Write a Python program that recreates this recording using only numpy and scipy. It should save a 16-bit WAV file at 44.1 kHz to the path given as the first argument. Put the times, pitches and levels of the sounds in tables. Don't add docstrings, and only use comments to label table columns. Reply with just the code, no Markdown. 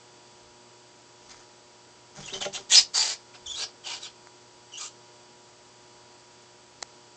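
import sys
import numpy as np
from scipy import signal
from scipy.fft import rfft, irfft, next_fast_len
from scipy.io import wavfile
from scipy.ndimage import uniform_filter1d, minimum_filter1d

SR = 44100
rng = np.random.default_rng(int(sys.argv[2]) if len(sys.argv) > 2 else 0)


def dump_mix(stems):
    frames = np.atleast_2d(stems).T
    limited = np.clip(frames, -1, 1)
    pcm = np.round(limited * 32767).astype(np.int16)
    wavfile.write(sys.argv[1], SR, pcm)


def boost(x):
    u = np.asarray(x, float) / 20
    return 10 ** u


N = 315756
TIME_S = np.arange(N) / SR
MAINS_HZ, SAMPLING_HZ = 60, 16000

# (frequency [Hz], level [dB rms])
BUZZ_LINES = [(118.4, -68.5), (360.7, -63.5), (479.1, -71), (597.5, -68), (721.4, -76.5), (839.8, -68.5),
              (958.2, -64), (1023, -77.5), (1082, -79), (1200, -75.5), (1319, -77.5), (1378, -76),
              (1437, -76.5), (240, -75),
              (3122, -78.5), (3359, -77), (3418, -74.5), (4317, -75.5), (4382, -74.5), (4619, -73.5),
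             (4678, -75), (4737, -77), (4802, -70), (4861, -73), (5222, -76), (5642, -80), (5879, -76.5),
             (6239, -77)]
# (frequency [Hz], level [dB rms])
FAINT_BUZZ = [(100, -89.5), (700, -89.5), (1100, -86), (1700, -92), (3000, -92.5), (4500, -93), (6000, -89),
              (8500, -95.5)]
# (frequency [Hz], density [dB per Hz])
HISS = [(18, -54), (30, -24.5), (113, -10.5), (340, -5.5), (1000, -10.5), (1900, -13.5), (4200, -15),
        (7900, -13)]
# (frequency [Hz], gain [dB])
HISS_EDGE = [(7900, 0), (8690, -20.5), (11300, -41), (19100, -107)]
HISS_TOP = [(hz, db + HISS[-1][1]) for hz, db in HISS_EDGE[1:]]
HISS_DB, STILL_HAND_DB = -54, -81
# (time [s], level [dB], swell [s])
HAND_JOLTS = [(0.48, -64, .05), (1.36, -66, 0.056), (1.95, -74, .08), (2.28, -61, 0.076), (2.42, -63, .08),
              (2.56, -66, .05), (2.77, -48.5, .04), (3.06, -65, 0.087), (3.49, -49, 0.04),
              (3.62, -64.5, .06), (3.95, -70, .12), (4.6, -75, .08), (5.9, -76, .2), (6.35, -77, .08),
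              (6.82, -66, .06)]

# (start [s], length [s], level [dB])
BARK_DRAGS = [
    (1.22, .07, -60.5),
    (1.298, 0.022, -50),
    (1.335, 0.071, -56.5),
    (2.163, 0.16, -48.5),
    (2.34, 0.023, -44),
    (2.415, .04, -50),
    (2.538, .05, -48),
]
# (frequency [Hz], level [dB])
BARK_SPECTRUM = [(250, -5), (600, -4.5), (1300, -3.5), (2500, -8.5), (4500, -7), (6500, -0.5), (8000, -17)]
DRAG_RISE_S, DRAG_FALL_S = .012, .03

# (time [s], snap peak [dB], knock peak [dB], knock centre [Hz])
CLICKS = [(1.2965, -42, -50, 1300), (1.307, -43, -60, 1300), (1.3155, -36, -50, 1300),
          (1.3455, -52, -37, 1300), (3.692, -47, -43, 2000), (4.2718, -42, -33, 1000),
          (6.8195, -35, -50, 1300), (6.8243, -36, -60, 1300), (6.8263, -23, -30, 2000),
          (6.8276, -17.5, -20.5, 850), (2.4528, -27, -23, 2000), (2.4555, -26, -30, 2000),
          (2.4125, -36, -34, 1300), (2.297, -48, -38, 1600), (2.578, -48, -38, 1200)]
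# (frequency [Hz], level [dB], t60 [s])
SNAP_MODES = [(3100, -7, .002), (4250, 5, .0025), (4700, 3, .002), (5550, 1, .0015), (6350, 4, .002),
              (7050, 1, .0015), (7650, 0, .002), (8300, -12, .002)]
# (frequency [Hz], level [dB], t60 [s])
KNOCK_MODES = [(180, -8, 0.015), (800, 2, 0.008), (1360, 5.5, 0.0036), (1940, 7, 0.0036)]

# (time [s], peak [dB], blow centre [Hz], push length [s])
BUMPS = [
    (2.173, -39.5, 146, 0.011),
    (2.178, -37.5, 800, 0.0027),
    (2.322, -37, 340, 0.005),
    (2.344, -33.5, 473, 0.019),
    (2.411, -29, 800, 0.0026),
    (2.453, -22, 637, 0.012),
    (2.57, -35.5, 940, 0.0084),
    (2.583, -44.5, 403, 0.021),
]
# (frequency [Hz], level [dB], t60 [s])
PANE_MODES = [(146, 2.5, 0.32), (196, 3, 0.3), (280, -5, 0.077), (387, 1, 0.2), (469.6, -4, 0.066),
              (587.5, 0, 0.11), (660, -9, 0.12), (802, -5.5, 0.13), (1060, -8.5, 0.047), (1396, 5.5, 0.045),
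              (2205, 5.5, .05)]

# (time [s], pitch [Hz], effort [dB], rasp over whistle [dB], bright over dull rasp [dB])
SEIZED = [
    [(2.225, 3360, -48, 8, -10), (2.24, 3210, -50, -5, 4), (2.262, 3450, -46.5, -10, 19),
     (2.272, 3000, -48, 1, 5), (2.285, 2704, -43, 1, 6), (2.297, 2700, -45, -2, -12),
     (2.31, 3400, -48, -13, 8), (2.322, 3400, -48, -3, 0.1)],
    [(2.331, 3900, -37.5, -2, -3), (2.338, 3703, -34.5, -3, -12), (2.343, 3060, -35.5, -7, -2),
     (2.368, 3120, -40, -6, -5), (2.395, 3060, -61, 4, 1)],
    [(2.407, 3683, -30.5, -18, -6), (2.412, 3551, -36.5, -4, -4), (2.424, 3152, -30, -2.5, -4),
     (2.437, 3030, -40, -5, 0), (2.45, 3099, -42, 3, -4), (2.457, 3144, -33, -4, -5),
     (2.472, 3100, -51, 4, -6), (2.49, 2850, -50, 6, 3)],
]
SCREAMS = [
    [(2.527, 3000, -47, 16, -8), (2.54, 2995, -40, 2, 13), (2.555, 3300, -31, 0.5, 0),
     (2.572, 3500, -37, 1.5, 0), (2.59, 3000, -57, 11, -10), (2.61, 3002, -55, 17, 6)],
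    [(2.694, 3290, -42, 22, -3), (2.709, 3300, -27.5, 9.1, 7), (2.722, 3400, -18.5, 8.8, 6),
     (2.742, 3700, -17.5, 1, 6), (2.757, 4600, -15, 1.4, -1.5), (2.772, 4950, -15.5, 0.1, -1),
     (2.786, 4600, -15.5, 0.82, -0.5), (2.8, 4700, -27.5, 17, -2), (2.825, 5022, -37, 6, 14)],
    [(2.937, 4600, -40, 10, 0.1), (2.948, 4650, -26.5, 1.5, 1.5), (2.97, 4715, -22, 1.5, 6.5),
     (2.99, 4620, -25, 0.5, 2), (3.012, 4660, -21.5, -3, 1.5), (3.035, 4620, -27.5, 7, -0.5),
     (3.12, 4610, -30, 8, -1.5), (3.138, 4500, -37, 19, -1), (3.155, 4400, -53, -3, -9)],
]
GRIPPED = [
    [(3.342, 2400, -44, -4, -2), (3.35, 2900, -48, 13, -10), (3.36, 2700, -47, 4, -13),
     (3.37, 2700, -64, 8, 0.1)],
    [(3.462, 3550, -37, -15, 0.1), (3.468, 3500, -40.5, -2, 10), (3.478, 3070, -43, -16, 3.1),
     (3.49, 3390, -41.5, -18, 3), (3.52, 3490, -38, -0.5, 3.2), (3.53, 3240, -42.5, -15, 2),
     (3.556, 3370, -39, -6, 0.1), (3.563, 3880, -35, -10, 6)],
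    [(3.565, 3880, -38, -1, 1), (3.59, 3800, -34.5, 1, -2), (3.603, 4400, -33.5, 3.5, -7),
     (3.62, 4650, -31, 8, -4), (3.642, 4400, -30.5, 19, -12), (3.655, 4300, -56, 6, -11),
     (3.675, 4296, -62, 2, 4)],
]
WEAKER = [
    [(3.836, 3400, -51, 18, -1), (3.846, 3101, -44, -5, -3), (3.862, 2850, -40, 9, -5),
     (3.895, 2950, -34, 5, -5), (3.92, 2850, -37.5, 16, -5), (3.972, 3000, -41.5, 13, -5),
     (3.99, 3000, -49, 6, -6)],
    [(4.0, 3400, -52, 5, -5), (4.02, 3900, -47, 18, -5), (4.032, 3900, -39.5, 0, -1),
     (4.05, 3560, -42.5, -1, -5), (4.066, 3100, -38.5, 5, -13), (4.082, 2975, -50, 17, -12),
     (4.092, 3200, -57, 2, -3)],
]
LAST = [
    [(4.716, 3250, -58, -2, -2), (4.728, 3020, -50, -4, 1), (4.742, 2930, -41, -13, 1),
     (4.762, 2920, -43, -8, -4), (4.773, 2900, -44, -6, 4), (4.779, 3340, -41, -1, 10),
     (4.792, 3300, -40, 5, 4), (4.797, 3250, -39, 14, 4)],
    [(4.798, 1260, -39, 14, 5), (4.81, 1240, -37.5, 14, 3), (4.842, 1200, -38.5, 13, 2),
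     (4.852, 1400, -38.5, 14, 6), (4.877, 1300, -40, 17, -1), (4.888, 1300, -56, 10, 0.1)],
]
# (roughness [0-1], overtone over whistle [dB], chest over rasp [dB])
VOICES = [(0.84, -12, -8.5), (0.4, -7, -3), (0.9, -2, -3.5), (.95, -8, -12), (0.99, -35, -19.5),
          (0.84, -38, -13), (0.85, -12, -2.5), (0.53, -8, -12.5), (0.45, -13, -11.5), (0.83, -12, -10),
          (0.73, -6, -9), (0.63, -9, -14), (0.53, -10, -18)]
ROUGH_PER_LEAK_DB, ROUGH_PER_FADE_DB = .012, .006
OVERTONE_PER_GAPE = 0.94
# (frequency [Hz], level [dB])
DULL_RASP = [(1900, -24), (2300, -6), (2900, -3), (3600, 0), (4500, 1), (5200, -0.5), (5800, 2.5),
             (6400, -25)]
# (frequency [Hz], level [dB])
BRIGHT_RASP = [(5100, -40.5), (5800, 7), (7000, 9), (7800, 5.5), (8600, -9.5)]
# (frequency [Hz], width [Hz], level [dB])
THROAT_RIDGES = [(2380, 100, -0.7), (2920, 230, -4), (4560, 300, -4)]
# (frequency [Hz], level [dB])
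FREE_CHEST = [(220, -36), (340, -15), (520, -8.5), (850, -2), (1250, -6), (1900, -1), (2200, -4),
              (2600, -27.5)]
# (frequency [Hz], level [dB])
SQUEEZED_CHEST = [(220, -30), (340, -10), (550, -8.5), (880, -3), (1150, -8), (1500, -3), (1850, -10),
                  (2300, -21.5)]
GRIPPED_S, RASP_DB = 3.3, -1
# (start [s], length [s], from [Hz], to [Hz], level [dB rms])
STRANDS = [(2.255, 0.035, 7200, 5700, -58.2), (2.273, 0.024, 2900, 2650, -45.6),
           (2.33, 0.035, 5800, 6400, -45.9), (2.33, 0.015, 3900, 3700, -41.1),
           (2.407, 0.014, 7400, 7300, -44.3), (2.43, 0.026, 6200, 6100, -42.7),
           (2.45, 0.014, 2100, 2000, -42.7), (2.7, 0.045, 1850, 1950, -39.8),
           (2.755, 0.045, 1900, 1900, -38.8), (2.716, 0.03, 6900, 6800, -29.9),
           (2.728, 0.028, 3450, 3600, -28.2), (2.76, 0.024, 5090, 5090, -16.6),
           (2.764, 0.026, 4490, 4490, -22.8), (2.764, 0.018, 950, 950, -42.2),
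           (2.944, 0.028, 1400, 1400, -42.9), (2.95, 0.026, 6500, 6550, -32.9),
           (2.99, 0.042, 7050, 7050, -33.0), (2.98, 0.14, 1940, 1940, -50.2), (2.96, 0.12, 880, 850, -45.3),
           (3.86, 0.11, 4600, 4500, -48.2), (3.855, 0.105, 2900, 2880, -44.4),
           (3.9, 0.05, 2420, 2400, -48.0), (3.86, 0.09, 940, 930, -51.0), (4.028, 0.016, 3880, 3750, -45.2),
           (4.042, 0.015, 5290, 5290, -47.9), (4.04, 0.027, 7100, 7030, -52.3),
           (4.058, 0.015, 1380, 1380, -51.4), (4.068, 0.018, 4300, 4300, -48.3),
           (4.722, 0.05, 6300, 5800, -65.6), (4.769, 0.027, 6100, 7050, -45.7),
           (4.797, 0.088, 7150, 7300, -48.1), (4.785, 0.065, 4900, 4860, -49.4),
           (4.79, 0.06, 2420, 2400, -58.8), (4.85, 0.036, 2700, 3000, -52.4)]
STRAND_WIDTH_HZ, STRAND_ROUGH, STRAND_EDGE_S, STRANDS_DB = 170, .65, .007, -0.5
# (time [s], gain over voice [dB])
HARD_SLAPS = [(2.7171, 6.5), (2.721, 1.5), (2.7268, 4.5), (2.7315, 2.5), (2.7377, 5), (2.7466, 11),
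              (2.7588, 3), (2.7678, 8), (2.773, 7), (2.783, 9.5), (2.7858, 2.5), (2.7913, 5), (2.8127, 6),
              (2.818, 4), (2.9516, 1.5), (2.966, 6.5), (2.9719, 4), (2.9796, 4.5), (2.9852, 4), (3.0023, 3),
              (3.0092, 3), (3.0274, 4.5), (3.0337, 5), (3.0376, 2)]
SLAP_S = .0006

# (frequency [Hz], t60 [s])
GLASS_T60 = [(300, 0.31), (1500, 0.13), (3200, 0.15), (5000, 0.17), (8000, 0.12)]
# (frequency [Hz], level [dB], t60 [s])
STANDING_WAVE = [(5085, 0, .16)]
LIMIT_PEAK, OVERLOAD_PEAK = .724, .71


def evened(x):
    return x / np.sqrt(np.mean(x ** 2) + 1e-20)


def read(points, hz):
    f, value = np.transpose(points)
    return np.interp(np.log(hz + 1), np.log(f + 1), value)


def colour(x, points):
    size = next_fast_len(len(x))
    gain = boost(read(points, np.fft.rfftfreq(size, 1 / SR)))
    return evened(irfft(rfft(x, size) * gain, size)[:len(x)])


def drift(seconds):
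    size = max(int(seconds * SR), 1)
    once = uniform_filter1d(rng.standard_normal(N), size)
    return evened(uniform_filter1d(once, size))


def buzz():
    k = np.arange(2, 141)
    db = read(FAINT_BUZZ, k * MAINS_HZ) + 6.54 * rng.standard_normal(len(k))
    for hz, line_db in BUZZ_LINES:
        db[round(hz / MAINS_HZ) - 2] = line_db
    period_s = TIME_S[:SR // MAINS_HZ]
    turns = np.outer(k * MAINS_HZ, period_s) + rng.random((len(k), 1))
    cycle = boost(db) @ np.cos(2 * np.pi * turns)
    return np.sqrt(2) * np.resize(cycle, N) * boost(.7 * drift(.2))


def floor():
    hiss_db = HISS_DB - 2.5 + 0.17 * drift(.15)
    hiss = boost(hiss_db) * colour(rng.standard_normal(N), HISS + HISS_TOP)
    rumble = colour(rng.standard_normal(N), [(20, -14.0), (35, -5), (60, 0), (90, 0.0), (140, -30.0)])
    s, db, swell_s = np.transpose(HAND_JOLTS)[:, :, None]
    t = TIME_S[::64]
    jolts = (boost(db) * np.exp(-.5 * ((t - s) / swell_s) ** 2)).sum(0)
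    hand = boost(STILL_HAND_DB) + np.interp(TIME_S, t, jolts)
    return hiss + boost(-6.5) * hand * rumble


def bark():
    start_s, length_s, db = np.transpose(BARK_DRAGS)[:, :, None]
    t = TIME_S[::64] - start_s
    rise = np.minimum(t / DRAG_RISE_S, 0)
    fall = np.maximum(t - length_s, 0) / DRAG_FALL_S
    drags = boost(db) * np.exp(rise - fall)
    sizes = (rng.random(N) < 1500 / SR) * boost(3.0 * np.minimum(rng.exponential(1, N), 4))
    bursts = signal.lfilter([1], [1, -np.exp(-1 / (0.0011 * SR))], sizes)
    grains = bursts * rng.standard_normal(N)
    return np.interp(TIME_S, TIME_S[::64], drags.max(0)) * colour(grains, BARK_SPECTRUM)


def ring(modes, weight=1, rise_s=1e-4, phase=0):
    hz, db, t60_s = np.transpose(modes)[:, :, None]
    t, rise_s = TIME_S[:12000], max(rise_s, 1e-4)
    dying = boost(db - 60 * np.maximum(t - rise_s, 0) / np.maximum(t60_s, .001))
    sines = np.sin(2 * np.pi * (hz * t + phase))
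    return np.minimum(t / rise_s, 1) * (weight * dying * sines).sum(0)


def nearness(modes, hz, octaves):
    return 1 / (1 + (np.log2(np.array(modes)[:, :1] / hz) / octaves) ** 2)


def add(mix, s, db, sound):
    part = mix[round(s * SR):][:len(sound)]
    part += boost(db) * sound[:len(part)] / abs(sound).max()


def clicks():
    out = np.zeros(N)
    phases = rng.random((len(CLICKS), 2, len(SNAP_MODES), 1))
    for (s, snap_db, knock_db, hz), phase in zip(CLICKS, phases):
        snap = ring(SNAP_MODES, 1, 0.0018, phase[0])
        near = nearness(KNOCK_MODES, hz, 0.85)
        knock = ring(KNOCK_MODES, near, 0.00071, phase[1, :len(KNOCK_MODES)])
        add(out, s - .0009, snap_db, snap[:900])
        add(out, s - .0006, knock_db, knock[:900])
    return out


def panes():
    out = np.zeros(N)
    phases = rng.random((len(BUMPS), len(PANE_MODES), 1))
    for (s, db, hz, push_s), phase in zip(BUMPS, phases):
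        add(out, s, db, ring(PANE_MODES, nearness(PANE_MODES, hz, .5), push_s, phase))
    return out


def curves(tables, fade_s):
    s, *columns = np.transpose(sorted(np.vstack(tables).tolist()))
    gate = sum((TIME_S >= rows[0][0]) & (TIME_S < rows[-1][0]) for rows in tables) > 0
    return uniform_filter1d(gate * 1., int(fade_s * SR)), [np.interp(TIME_S, s, c) for c in columns]


def share_db(rival_db):
    return 10 * np.log10(1 + boost(rival_db) ** 2)


def voice_controls():
    calls = []
    for rows, voice in zip(SEIZED + SCREAMS + GRIPPED + WEAKER + LAST, VOICES):
        top_db = max(row[2] for row in rows)
        calls.append(np.column_stack([rows, np.tile([*voice, top_db], (len(rows), 1))]))
    gate, columns = curves(calls, .01)
    hz, effort_db, leak_db, gape_db, rough, over_db, chest_db, top_db = columns
    whistle_db = effort_db - share_db(leak_db)
    rasp_db = effort_db - share_db(-leak_db)
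    rough = rough + ROUGH_PER_LEAK_DB * leak_db - ROUGH_PER_FADE_DB * (top_db - effort_db)
    overtone_db = whistle_db + over_db + OVERTONE_PER_GAPE * gape_db
    dull_db, bright_db = rasp_db - share_db(gape_db), rasp_db - share_db(-gape_db)
    return gate, (hz, rough, whistle_db, overtone_db, dull_db, bright_db, rasp_db + chest_db)


def scattered(rough):
    narrow = drift(.0022) + 1j * drift(.0022)
    wide = drift(.0006) + 1j * drift(.0006)
    share = rough ** 4
    scatter = ((1 - share) * narrow + share * wide) / np.hypot(1 - share, share) / np.sqrt(2)
    return np.sqrt(2) * (np.sqrt(1 - rough) + np.sqrt(rough) * scatter)


def throat(x):
    ridges = [boost(db) * signal.lfilter(*signal.iirpeak(hz, hz / width_hz, SR), x)
              for hz, width_hz, db in THROAT_RIDGES]
    return evened(x + sum(ridges))


def rat():
    gate, controls = voice_controls()
    hz, rough, whistle_db, overtone_db, dull_db, bright_db, chest_db = controls
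    rough = np.clip(rough, 0, 1)
    turn = 2 * np.pi * np.cumsum(hz * (1 + 0.00698 * drift(.004))) / SR
    second = scattered(rough ** .75) * np.exp(2j * turn)
    third_gain = boost(1.5) * np.clip((3 * hz - 9300) / 300, 0, 1) * (1 - rough)
    third = third_gain * scattered(np.sqrt(rough)) * np.exp(3j * turn)
    first = boost(whistle_db) * scattered(rough) * np.exp(1j * turn)
    whistle = (first + boost(overtone_db) * (second + third)).real
    slaps = (rng.random(N) < 600 / SR) * boost(2.2 * rng.standard_normal(N))
    puffs = signal.lfilter([1], [1, -np.exp(-1 / (.0012 * SR))], slaps) + 1.05
    air = uniform_filter1d(puffs, size=25) * rng.standard_normal((3, N))
    dull = boost(dull_db) * throat(colour(air[0], DULL_RASP))
    bright = boost(bright_db) * colour(air[1], BRIGHT_RASP)
    chest = np.where(TIME_S < GRIPPED_S, colour(air[2], FREE_CHEST), colour(air[2], SQUEEZED_CHEST))
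    return gate * (whistle + boost(RASP_DB) * (dull + bright) + boost(chest_db) * chest)


def strands():
    out = np.zeros(N)
    pole = np.exp(-np.pi * STRAND_WIDTH_HZ / SR)
    noises = rng.standard_normal((len(STRANDS), 2, 9000))
    for (s, length_s, from_hz, to_hz, db), (a, b) in zip(STRANDS, noises):
        t = TIME_S[:min(int(length_s * SR), 8000)]
        scatter = signal.lfilter([1], [1, -2 * pole, pole ** 2], a + 1j * b)[-len(t):]
        scatter /= np.sqrt(np.mean(abs(scatter) ** 2))
        turn = 2 * np.pi * np.cumsum(np.linspace(from_hz, to_hz, len(t))) / SR
        wobble = np.sqrt(1 - STRAND_ROUGH) + np.sqrt(STRAND_ROUGH) * scatter
        line = (wobble * np.exp(1j * turn)).real
        edges = np.clip(np.minimum(t, length_s - t) / STRAND_EDGE_S, 0, 1)
        out[round(s * SR):][:len(t)] += boost(db + STRANDS_DB) * evened(line) * edges
    return out


def slapping():
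    s, db = np.transpose(HARD_SLAPS)[:, :, None]
    t = TIME_S[::8]
    spikes_db = (db * np.exp(-((t - s) / SLAP_S) ** 2)).sum(0)
    return np.interp(TIME_S, t, boost(spikes_db))


def enclosure():
    taps = np.zeros(SR // 2)
    at = np.arange(100, len(taps) - 20, 20)
    taps[at + rng.integers(0, 20, len(at))] = rng.choice([-1., 1.], len(at))
    hz, t, z = signal.stft(taps, SR, nperseg=256)
    t60_s = np.maximum(read(GLASS_T60, hz), .02)[:, None]
    tail = signal.istft(z * boost(-60 * t / t60_s), SR, nperseg=256)[1]
    waves = ring(STANDING_WAVE)
    standing = boost(-17) * waves / np.linalg.norm(waves)
    return tail[:len(waves)] / np.linalg.norm(tail) + standing


def scene():
    rest = buzz() + floor() + clicks() + panes()
    animal = (bark() + rat() + strands()) * slapping()
    echo = signal.fftconvolve(animal, enclosure())[:N]
    return (animal + boost(-5.5) * echo + rest)[None]


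def limiter(x):
    peak = -minimum_filter1d(-abs(x), size=161)
    gain = uniform_filter1d(np.minimum(LIMIT_PEAK / (peak + 1e-9), 1), size=75)
    return x * uniform_filter1d(gain, size=75)


def low_pass(x):
    return signal.sosfilt(signal.butter(12, 15800, fs=SR, output="sos"), x)


def record(dry):
    highpass = signal.firwin(255, [8800, 13000], pass_zero=False, fs=SR)[None]
    above = signal.oaconvolve(dry, highpass, "same")
    folded = dry + 2 * np.cos(2 * np.pi * SAMPLING_HZ * TIME_S) * above
    band = signal.firwin(301, 8750, window=("kaiser", 12), fs=SR)[None]
    limited = limiter(signal.oaconvolve(folded, band, "same"))
    overloaded = np.clip(limited, -OVERLOAD_PEAK, OVERLOAD_PEAK)
    return low_pass(overloaded)


dry = scene()
out = record(dry)
dump_mix(out)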